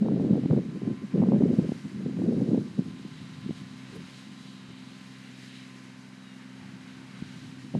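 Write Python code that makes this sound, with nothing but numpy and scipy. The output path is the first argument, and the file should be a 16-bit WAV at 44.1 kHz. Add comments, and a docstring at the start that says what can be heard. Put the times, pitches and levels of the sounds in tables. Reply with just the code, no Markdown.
"""Open golf course. From the start, gusts buffet a small microphone: eddies at its port rumble and thump.
Throughout, a breeze hisses in trees and grass and a far three-cylinder mower drones with a thin whine.
The gusts die down by 3 s. At 4 s a practice swing swishes once and just clips the turf; the golfer
then rustles softly. After 6 s a distant bird whistles, then a faint hollow blip sounds.
The gusts return at the end."""
import sys
import numpy as np
from scipy import signal
from scipy.fft import rfft, irfft, next_fast_len
from scipy.io import wavfile
from scipy.ndimage import uniform_filter1d

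SR = 44100
rng = np.random.default_rng(int(sys.argv[2]) if len(sys.argv) > 2 else 0)


def wav_record(signal):
    """Record a signal, one row per channel, as 16-bit PCM in the file named by sys.argv[1]."""
    frames = np.transpose(np.atleast_2d(signal))
    bounded = np.clip(frames, -1, 1)
    # unit amplitude maps onto the largest positive 16-bit level
    quanta = np.round(bounded * 32767).astype(np.int16)
    wavfile.write(sys.argv[1], SR, quanta)


N = 343539

# gusts: t at full strength/s, hold/s, rise/(dB/s), fall/(dB/s), rumble/dB, flutter/dB
WIND_GUSTS = [(0.028, 0.42, 300, 139, -27.5, -45.5), (0.489, 0.084, 199, 152, -25, -44),
              (0.874, 0.057, 58, 400, -31, -51.5), (1.143, 0.48, 998, 155, -26.5, -44.5),
              (2.262, 0.31, 50, 130, -27, -50.5), (7.75, 0.0088, 900, 300, -31.5, -37.5)]


def from_db(db):
    """Decibels to gain."""
    return 10 ** (np.asarray(db) / 20)


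def unit_rms(x):
    """Scale to rms 1."""
    return x / np.sqrt(np.mean(x ** 2) + 1e-20)


def white():
    """Fresh white noise."""
    return rng.standard_normal(N)


def curves(rows):
    """Breakpoint rows (t/s, values...) to one per-sample curve per value column."""
    times_s, *columns = np.transpose(rows)
    return [np.interp(np.arange(N) / SR, times_s, column) for column in columns]


def swell(at_s, width_s):
    """Gaussian envelope, peak 1."""
    return np.exp(-.5 * ((np.arange(N) / SR - at_s) / width_s) ** 2)


def drift(rate_hz):
    """Low-passed random wander, rms 1."""
    hop, settle = 40, 2000
    pole = np.exp(-2 * np.pi * rate_hz * hop / SR)
    noise = rng.standard_normal(N // hop + settle + 2)
    slow = signal.lfilter([1], [1, -2 * pole, pole * pole], noise)[settle:]
    return np.interp(np.arange(N) / hop, np.arange(len(slow)), unit_rms(slow))


def band(x, low_hz, high_hz):
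    """Causal band-pass."""
    return signal.sosfilt(signal.butter(2, [low_hz, high_hz], "band", fs=SR, output="sos"), x + 1e-18)


def colour(x, spectrum):
    """Shape by rows (f/Hz, level/dB), rolling off past both ends; rms 1."""
    hz, db = np.transpose(spectrum)
    size = next_fast_len(N)
    bins_hz = np.maximum(np.arange(size // 2 + 1) * SR / size, 1)
    gain = from_db(np.interp(np.log(bins_hz), np.log(hz), db))
    gain *= np.minimum(bins_hz / hz[0], 1) ** 2 * np.minimum(hz[-1] / bins_hz, 1) ** 4
    return unit_rms(irfft(rfft(x, size) * gain, size)[:N])


def steadied(x, span_s):
    """Hold the running rms at 1; quicker lumps remain."""
    return x / np.sqrt(np.abs(uniform_filter1d(x ** 2, int(span_s * SR))) + 1e-9)


def add(track, sound, centre_s, peak_db):
    """Mix in a short sound at a given peak level."""
    at = int(centre_s * SR) - len(sound) // 2 + np.arange(len(sound))
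    inside = (at >= 0) & (at < N)
    track[at[inside]] += from_db(peak_db) * sound[inside] / np.abs(sound).max()


def breeze_and_rustles(shimmer_db=0.62):
    """Breeze hisses in trees and grass; short rustles, some from the golfer moving after the swing."""
    # foliage spectra: f/Hz, relative density/dB
    tree_spectrum = [(400, 0), (800, -11), (1200, -5), (1600, 0.5), (2100, 2.5), (2600, -1.5), (3100, -4),
                     (4000, -17.5), (6000, -30.5)]
    leaf_spectrum = [(1800, -22.5), (2600, -0.5), (3150, 2), (3450, -1.5), (3900, 4.5), (4400, -3),
                     (4900, -6), (5400, -17.5), (8000, -17.5), (13000, -41)]
    grass_spectrum = [(1500, -15.5), (3000, -13.5), (4500, 5), (5400, 3.5), (5650, 1.5), (6000, 2),
                      (6500, 1.5), (7700, -2), (8150, -2), (8650, -5), (9200, -3.5), (9450, -5),
                      (10500, -8), (11800, -14), (13000, -22)]
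    # sustained breeze: t/s, trees/dB, leaves/dB, grass/dB
    foliage_levels = [(0.05, -63.5, -63.5, -67), (0.5, -59.5, -62, -65.5), (0.71, -60.5, -65, -66),
                      (1.41, -58.5, -65, -65.5), (1.7, -57, -62, -61.5), (2.1, -60, -63.5, -67),
                      (2.8, -63, -62, -65.5), (3.1, -58.5, -58.5, -64), (3.75, -58.5, -59.5, -63),
                      (4.0, -55.5, -59, -62.5), (4.3, -59, -59, -64), (4.75, -59.5, -58.5, -65),
                      (5.2, -56, -60, -62.5), (5.55, -55, -57, -62.5), (5.88, -57, -62.5, -63),
                      (6.12, -60, -63.5, -65), (6.7, -57, -62.5, -65), (7.28, -56.5, -58.5, -63),
                      (7.7, -58.5, -61.5, -63.5)]
    # short rustles: t/s, width/s, grass band/dB, leaf band/dB
    rustles = [(1.56, 0.045, -65, -72), (1.72, 0.1, -71, -69), (2.4, 0.5, -66, -72), (3.3, .1, -70, -68),
               (3.58, 0.037, -62, -62), (3.94, 0.034, -65, -65), (4.16, 0.08, -61.5, -59),
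               (4.46, 0.069, -65, -60), (5.05, 0.16, -69, -68), (5.44, 0.054, -60, -62),
               (5.57, 0.043, -62, -58), (5.77, 0.055, -68, -72), (7.4, 0.085, -65, -64)]
    # murmur of far air: t/s, level/dB
    air_levels = [(0, -59.5), (3.6, -60), (4.5, -60.5), (5.3, -62), (5.5, -66.5), (5.8, -62), (6.9, -58.5),
                  (7.79, -61)]
    trees_db, leaves_db, grass_db = curves(foliage_levels)
    air_db, = curves(air_levels)
    rustle_power = sum((from_db(db)[:, None] * swell(at_s, width_s)) ** 2
                       for at_s, width_s, *db in rustles)
    grass_rustle, leaf_rustle = np.sqrt(rustle_power)
    leaf_gain = np.hypot(from_db(leaves_db), leaf_rustle)
    grass_gain = np.hypot(from_db(grass_db), grass_rustle)
    trees = from_db(trees_db + shimmer_db * drift(9)) * colour(white(), tree_spectrum)
    leaves = leaf_gain * from_db(shimmer_db * drift(11)) * colour(white(), leaf_spectrum)
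    grass = grass_gain * from_db(shimmer_db * drift(14)) * colour(white(), grass_spectrum)
    air = from_db(air_db) * unit_rms(band(white(), 510, 1900))
    return trees + leaves + grass + air


def mower(drone_db=-47.5, roar_db=-56.5, throb_depth=0.35, jitter_db=1.0, fade_db=0.5, waver_db=1.5):
    """Three firings per engine cycle; one louder cylinder makes it throb. The whine fades on the wind."""
    # governed speed: t/s, firing rate/Hz
    firing_rates = [(0, 64.6), (1.0, 64.7), (3.6, 64.5), (4.3, 64.65), (5.5, 64.4), (6.15, 64.25),
                    (6.9, 64.75), (7.79, 64.7)]
    # exhaust lines: multiple of cycle rate, relative level/dB
    # multiples of 3 are firing lines; uneven cylinders add the rest
    exhaust_lines = [(3, -27), (5, -28.5), (6, 1.5), (7, -9), (8, -16), (9, 4), (10, -9.5), (11, -21),
                     (12, 5), (14, -16), (15, -19.5), (16, -19), (18, -14.5), (22, -23.5), (24, -19)]
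    # two whines: multiple of firing rate, relative level/dB
    whine_lines = [(16, 0), (18, -7), (21, -8.5)]
    second_lines = [(14.25, -4.5), (24, 0)]  # near 920 and 1550 Hz; fade separately from the first whine
    # whines carried by the wind: t/s, first/dB, second/dB
    whine_levels = [(0, -67, -75), (0.65, -67.5, -85), (0.92, -60.5, -70), (1.6, -62.5, -66.5),
                    (2.0, -67, -66), (2.7, -65.5, -69), (3.05, -66, -74), (3.55, -61, -75),
                    (4.05, -63.5, -65), (4.25, -67, -76), (4.5, -62, -77), (4.75, -67, -68),
                    (5.08, -63, -72), (5.42, -75, -79), (5.82, -62.5, -69), (6.15, -72, -67),
                    (6.9, -74, -65.5), (7.35, -69, -65), (7.79, -76, -72)]
    # dull roar: f/Hz, relative density/dB
    roar_spectrum = [(25, -32), (50, -20.5), (80, -20), (105, -12), (130, -14), (180, -12), (208, 10.5),
                     (228, 9.5), (270, 2), (330, -1.5), (400, -10), (480, -17), (800, -17.5)]
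    firing_hz, = curves(firing_rates)
    whine_db, second_db = curves(whine_levels)
    firing_phase = 2 * np.pi * np.cumsum(firing_hz * (1 + .0007 * drift(3))) / SR
    cycle_phase = firing_phase / 3
    exhaust = sum(from_db(db + jitter_db * drift(1.6)) * np.cos(k * cycle_phase)
                  for k, db in exhaust_lines)
    drone = from_db(drone_db) * unit_rms(exhaust)
    whine = np.zeros(N)
    for k, db in whine_lines:
        line_db = whine_db + db + fade_db * drift(0.62) + waver_db * drift(5.4)
        whine += from_db(line_db) * np.cos(k * firing_phase + .5 * drift(11))
    second_gain = from_db(second_db + fade_db * drift(3.4))
    second_whine = sum(from_db(db) * np.cos(k * firing_phase + .61 * drift(12))
                       for k, db in second_lines)
    throb = 1 + throb_depth * np.cos(cycle_phase)
    roar = from_db(roar_db) * colour(white() * throb, roar_spectrum)
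    return drone + whine + second_gain * second_whine + roar


def blip(at_s=6.635, width_s=0.022, level_db=-59):
    """One short, hollow, far sound: narrow-band noise."""
    return from_db(level_db) * swell(at_s, width_s) * steadied(band(white(), 780, 1020), .05)


def bird():
    """Soft distant whistles, sagging in pitch towards their end."""
    # whistles: start/s, end/s, start f/Hz, end f/Hz, peak/dB
    whistles = [(6.12, 6.39, 3930, 3560, -60.5), (6.2, 6.42, 2860, 2760, -62)]
    t, out = np.arange(N) / SR, np.zeros(N)
    for start_s, end_s, start_hz, end_hz, db in whistles:
        progress = np.clip((t - start_s) / (end_s - start_s), 0, 1)
        hz = (start_hz + (end_hz - start_hz) * progress ** 2) * (1 + .007 * drift(60))
        out += from_db(db) * np.sin(np.pi * progress) * np.sin(2 * np.pi * np.cumsum(hz) / SR)
    return out


def swing(at_s=3.96, turf_s=3.963):
    """The shaft sheds a low whoosh at its fastest; the head brushes the grass tips."""
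    whoosh = from_db(-47) * swell(at_s, .025) * steadied(band(white(), 310, 480), .032)
    wake = from_db(-43.5) * swell(at_s + .035, .053) * steadied(band(white(), 105, 217), .044)
    air = from_db(-61) * swell(at_s, .06) * unit_rms(band(white(), 700, 2500))
    turf = from_db(-63.5) * swell(turf_s, .009) * unit_rms(band(white(), 6000, 11200))
    return whoosh + wake + air + turf


def gust_db(full_s, hold_s, rise_db_per_s, fall_db_per_s):
    """One gust's level re full strength: rise, hold, fall."""
    t = np.arange(N) / SR
    before_s, after_s = np.maximum(full_s - t, 0), np.maximum(t - full_s - hold_s, 0)
    return np.maximum(-rise_db_per_s * before_s - fall_db_per_s * after_s, -100)


def flow_db(puff_width_s=0.013):
    """Wind strength at the port as rumble level: power sum of light air, gusts and puffs."""
    # light air between gusts: t/s, level/dB
    light_air = [(0, -53), (1.8, -44), (2.9, -44.5), (3.3, -58.5), (4.1, -56), (4.9, -58), (6.3, -73),
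                 (6.7, -55.5), (7.79, -53)]
    # brief puffs: t/s, level/dB
    puffs = [(0.69, -35), (0.72, -45), (0.765, -32.5), (1.036, -33.5), (1.665, -49), (1.86, -36),
             (1.965, -34), (2.01, -34.5), (2.07, -30), (2.29, -36), (2.793, -29), (2.874, -32.5),
             (3.08, -44.5), (3.23, -43.5), (3.455, -37.5), (3.62, -41.5), (3.735, -52), (4.29, -50),
             (4.7, -46), (6.75, -49), (7.44, -49), (7.65, -45.5), (7.78, -34)]
    power = from_db(curves(light_air)[0]) ** 2
    power += sum(from_db(db + gust_db(*shape)) ** 2 for *shape, db, _ in WIND_GUSTS)
    power += sum((from_db(db) * swell(at_s, puff_width_s)) ** 2 for at_s, db in puffs)
    return 10 * np.log10(power)


def wind(full_gust_db=-25.5, lull_width_s=0.015):
    """Lumpy turbulence at the port: deep eddies in weak flow, small ones and flutter in strong flow."""
    # eddy spectra, largest eddies to finest: f/Hz, relative density/dB
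    deep_spectrum = [(25, -32), (45, -36), (65, -17), (90, -1), (125, 6), (170, 8.5), (250, -5.5),
                     (400, -28)]
    large_spectrum = [(25, -43), (45, -50.5), (65, -42), (90, -28), (125, -4.5), (160, -0.5), (205, 2.5),
                      (250, -2), (310, -4.5), (400, -16.5), (500, -37.5), (700, -38), (1200, -50.5)]
    small_spectrum = [(200, -15.5), (320, 1.5), (400, 3.5), (480, 0), (560, -8), (660, -19.5), (800, -27.5),
                      (1000, -49), (1400, -41), (2000, -51.5)]
    flutter_spectrum = [(400, -4), (520, 0), (620, -2.5), (720, -9), (850, -16), (1000, -28), (1400, -29),
                        (2000, -46)]
    # momentary lulls: t/s, depth/dB
    lulls = [(0.158, 0), (0.415, 7), (0.479, 9), (0.802, 7), (1.27, 2), (1.566, 4.5), (1.815, 9), (1.9, 9),
             (1.945, 1), (2.035, 1.5), (2.135, 2), (2.453, 4.5)]
    # soft pushes of air: t/s, width/s, level/dB
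    pushes = [(3.3, 0.35, -46), (4.3, 0.025, -53), (4.7, .04, -60), (6.64, 0.028, -48), (6.76, .025, -55),
              (7.225, 0.025, -42), (7.43, 0.091, -46.5)]

    def eddies(spectrum, lump_db, lump_hz, span_s):
        """Coloured noise with quick random lumps in level."""
        return steadied(colour(white() * from_db(lump_db * drift(lump_hz)), spectrum), span_s)

    large = eddies(large_spectrum, lump_db=3, lump_hz=58, span_s=.04)
    small = eddies(small_spectrum, lump_db=6.5, lump_hz=61, span_s=.068)
    flutter = eddies(flutter_spectrum, lump_db=7.5, lump_hz=56, span_s=.075)
    deep = steadied(colour(white(), deep_spectrum), span_s=.16)
    lull_db = sum(depth_db * swell(at_s, lull_width_s) for at_s, depth_db in lulls)
    rumble_db = flow_db() - lull_db
    deep_growth, small_growth, flutter_growth = 0.68, 1.98, 2.05  # dB per dB of flow
    deep_db = -37 + deep_growth * (rumble_db - full_gust_db)
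    small_db = -31.5 + small_growth * (rumble_db - full_gust_db)
    flutter_gain = sum(from_db(db + flutter_growth * (gust_db(*shape) - lull_db))
                       for *shape, _, db in WIND_GUSTS)
    push_gain = sum(from_db(db) * swell(at_s, width_s) for at_s, width_s, db in pushes)
    deep_gain = np.hypot(from_db(deep_db), push_gain)
    return deep_gain * deep + from_db(rumble_db) * large + from_db(small_db) * small + flutter_gain * flutter


def pressure_bump(hz):
    """One push and pull of about one cycle, with room to ring out."""
    phase = 2 * np.pi * hz * np.arange(-SR // 10, SR // 10) / SR
    return phase * np.exp(-.5 * phase ** 2)


def buffets(pop_lead_s=0.0004, thump_lag_s=0.00051):
    """Single eddies hit the port: the sharp front pops, the pressure swing thumps."""
    # eddy hits: t/s, thump f/Hz, thump peak/dB, thump length/cycles, pop f/Hz, pop peak/dB
    hits = [(0.022, 201, -11, 1.95, 340, -32), (0.062, 280, -24, 0.87, 380, -25),
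            (0.086, 245, -37, .7, 500, -22.5), (0.123, 238, -16, 1.04, 370, -31),
            (0.144, 200, -20, 0.75, 380, -33), (0.199, 235, -20, .8, 410, -26.5),
            (0.249, 305, -19, 0.84, 420, -29), (0.269, 290, -19, 1.3, 370, -40),
            (0.31, 214, -11, 0.99, 347, -39), (0.332, 188, -10.5, 1.06, 380, -28),
            (0.356, 265, -18, 1.1, 412, -26), (0.369, 250, -16, 0.71, 390, -32),
            (0.392, 220, -18.5, 1.1, 350, -38), (0.437, 213, -19, 1.3, 353, -29),
            (0.459, 276, -15.5, .6, 375, -25), (0.511, 149, -13, 1, 730, -27.5),
            (0.531, 252, -17, 0.86, 400, -24.5), (0.565, 225, -17, 0.92, 418, -29),
            (0.573, 215, -14.5, 1.7, 320, -26), (0.588, 221, -20, 1, 430, -30),
            (0.759, 280, -30, 0.56, 320, -44), (0.82, 302, -24.5, 0.82, 370, -34),
            (0.876, 240, -22, 1.7, 380, -32), (0.915, 240, -22, 1, 320, -41),
            (1.038, 228, -28, 2.1, 300, -55), (1.143, 218, -16, 1.3, 320, -38),
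            (1.152, 239, -17.5, 1.2, 340, -45), (1.185, 180, -21.5, 0.9, 400, -37),
            (1.202, 182, -11.5, 1.06, 380, -35), (1.22, 282, -26, 0.78, 440, -23),
            (1.227, 220, -12.5, 0.8, 380, -19.5), (1.237, 244, -15, 0.86, 475, -22.5),
            (1.251, 197, -20, 1, 350, -35), (1.288, 210, -10, 1.15, 443, -29),
            (1.321, 201, -25, 0.86, 462, -19), (1.336, 227, -14.5, 1.6, 388, -22),
            (1.345, 223, -17, 1.2, 420, -26.5), (1.367, 210, -17, 3.1, 350, -30),
            (1.411, 230, -18.5, 1.3, 400, -40), (1.423, 260, -16, 0.54, 420, -24),
            (1.437, 218, -10, 1.13, 420, -28), (1.457, 263, -18.5, 0.64, 390, -30),
            (1.504, 235, -18.5, 2.3, 350, -36), (1.541, 225, -17, 1.1, 420, -35),
            (1.588, 186, -11, 1.04, 320, -30), (1.596, 250, -27, 0.73, 380, -25),
            (1.693, 233, -20.5, 0.97, 346, -28), (1.721, 251, -19, 0.53, 324, -22),
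            (1.855, 252, -29, 1.9, 307, -53), (2.062, 290, -27, 0.6, 340, -31),
            (2.097, 265, -25.5, 0.94, 330, -35), (2.22, 273, -23, 1.2, 395, -27),
            (2.29, 237, -18, 2.1, 328, -41), (2.311, 320, -19, 0.82, 340, -42),
            (2.379, 240, -20, 1.7, 397, -35), (2.421, 252, -15, 1.8, 350, -43),
            (2.491, 285, -20, 1.5, 340, -35), (2.533, 270, -13, 1.1, 350, -30),
            (2.547, 217, -16.5, 1, 370, -23), (2.577, 280, -16.5, 0.94, 360, -27),
            (2.648, 227, -29, 1.8, 310, -53), (2.793, 209, -13.5, 1.1, 363, -29.5),
            (2.822, 290, -31, 0.72, 323, -41), (2.862, 267, -32, 0.88, 320, -44),
            (2.996, 302, -37.5, 0.8, 330, -48), (3.051, 297, -31, .9, 320, -47),
            (3.463, 222, -27.5, 0.8, 300, -46), (3.494, 290, -22, 0.88, 300, -46),
            (3.509, 193, -22.5, 1, 340, -31), (7.224, 198, -24, 0.62, 275, -44),
            (7.752, 208, -16.5, .9, 414, -21.5), (7.763, 169, -21, 1.2, 330, -42),
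            (7.778, 205, -22.5, 1.6, 300, -48)]
    out, age_s = np.zeros(N), np.arange(-SR // 25, SR // 25) / SR
    signs = rng.choice([-1, 1], len(hits))
    for (at_s, thump_hz, thump_db, length_cycles, pop_hz, pop_db), sign in zip(hits, signs):
        cycles = thump_hz * age_s
        thump = np.cos(2 * np.pi * cycles) / np.cosh(2 * cycles / length_cycles)
        add(out, sign * band(thump, 83, 900), at_s + thump_lag_s, thump_db)
        add(out, sign * band(pressure_bump(pop_hz), 200, 3000), at_s - pop_lead_s, pop_db)
    return out


def scene():
    """All sources at one microphone."""
    return (wind() + buffets() + mower() + breeze_and_rustles() + swing() + bird() + blip())[None]


def record(dry):
    """Steep elliptic low-pass."""
    cutoff_hz = 13400
    return signal.sosfilt(signal.ellip(10, .1, 80, cutoff_hz, fs=SR, output="sos"), dry)


dry = scene()
out = record(dry)
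wav_record(out)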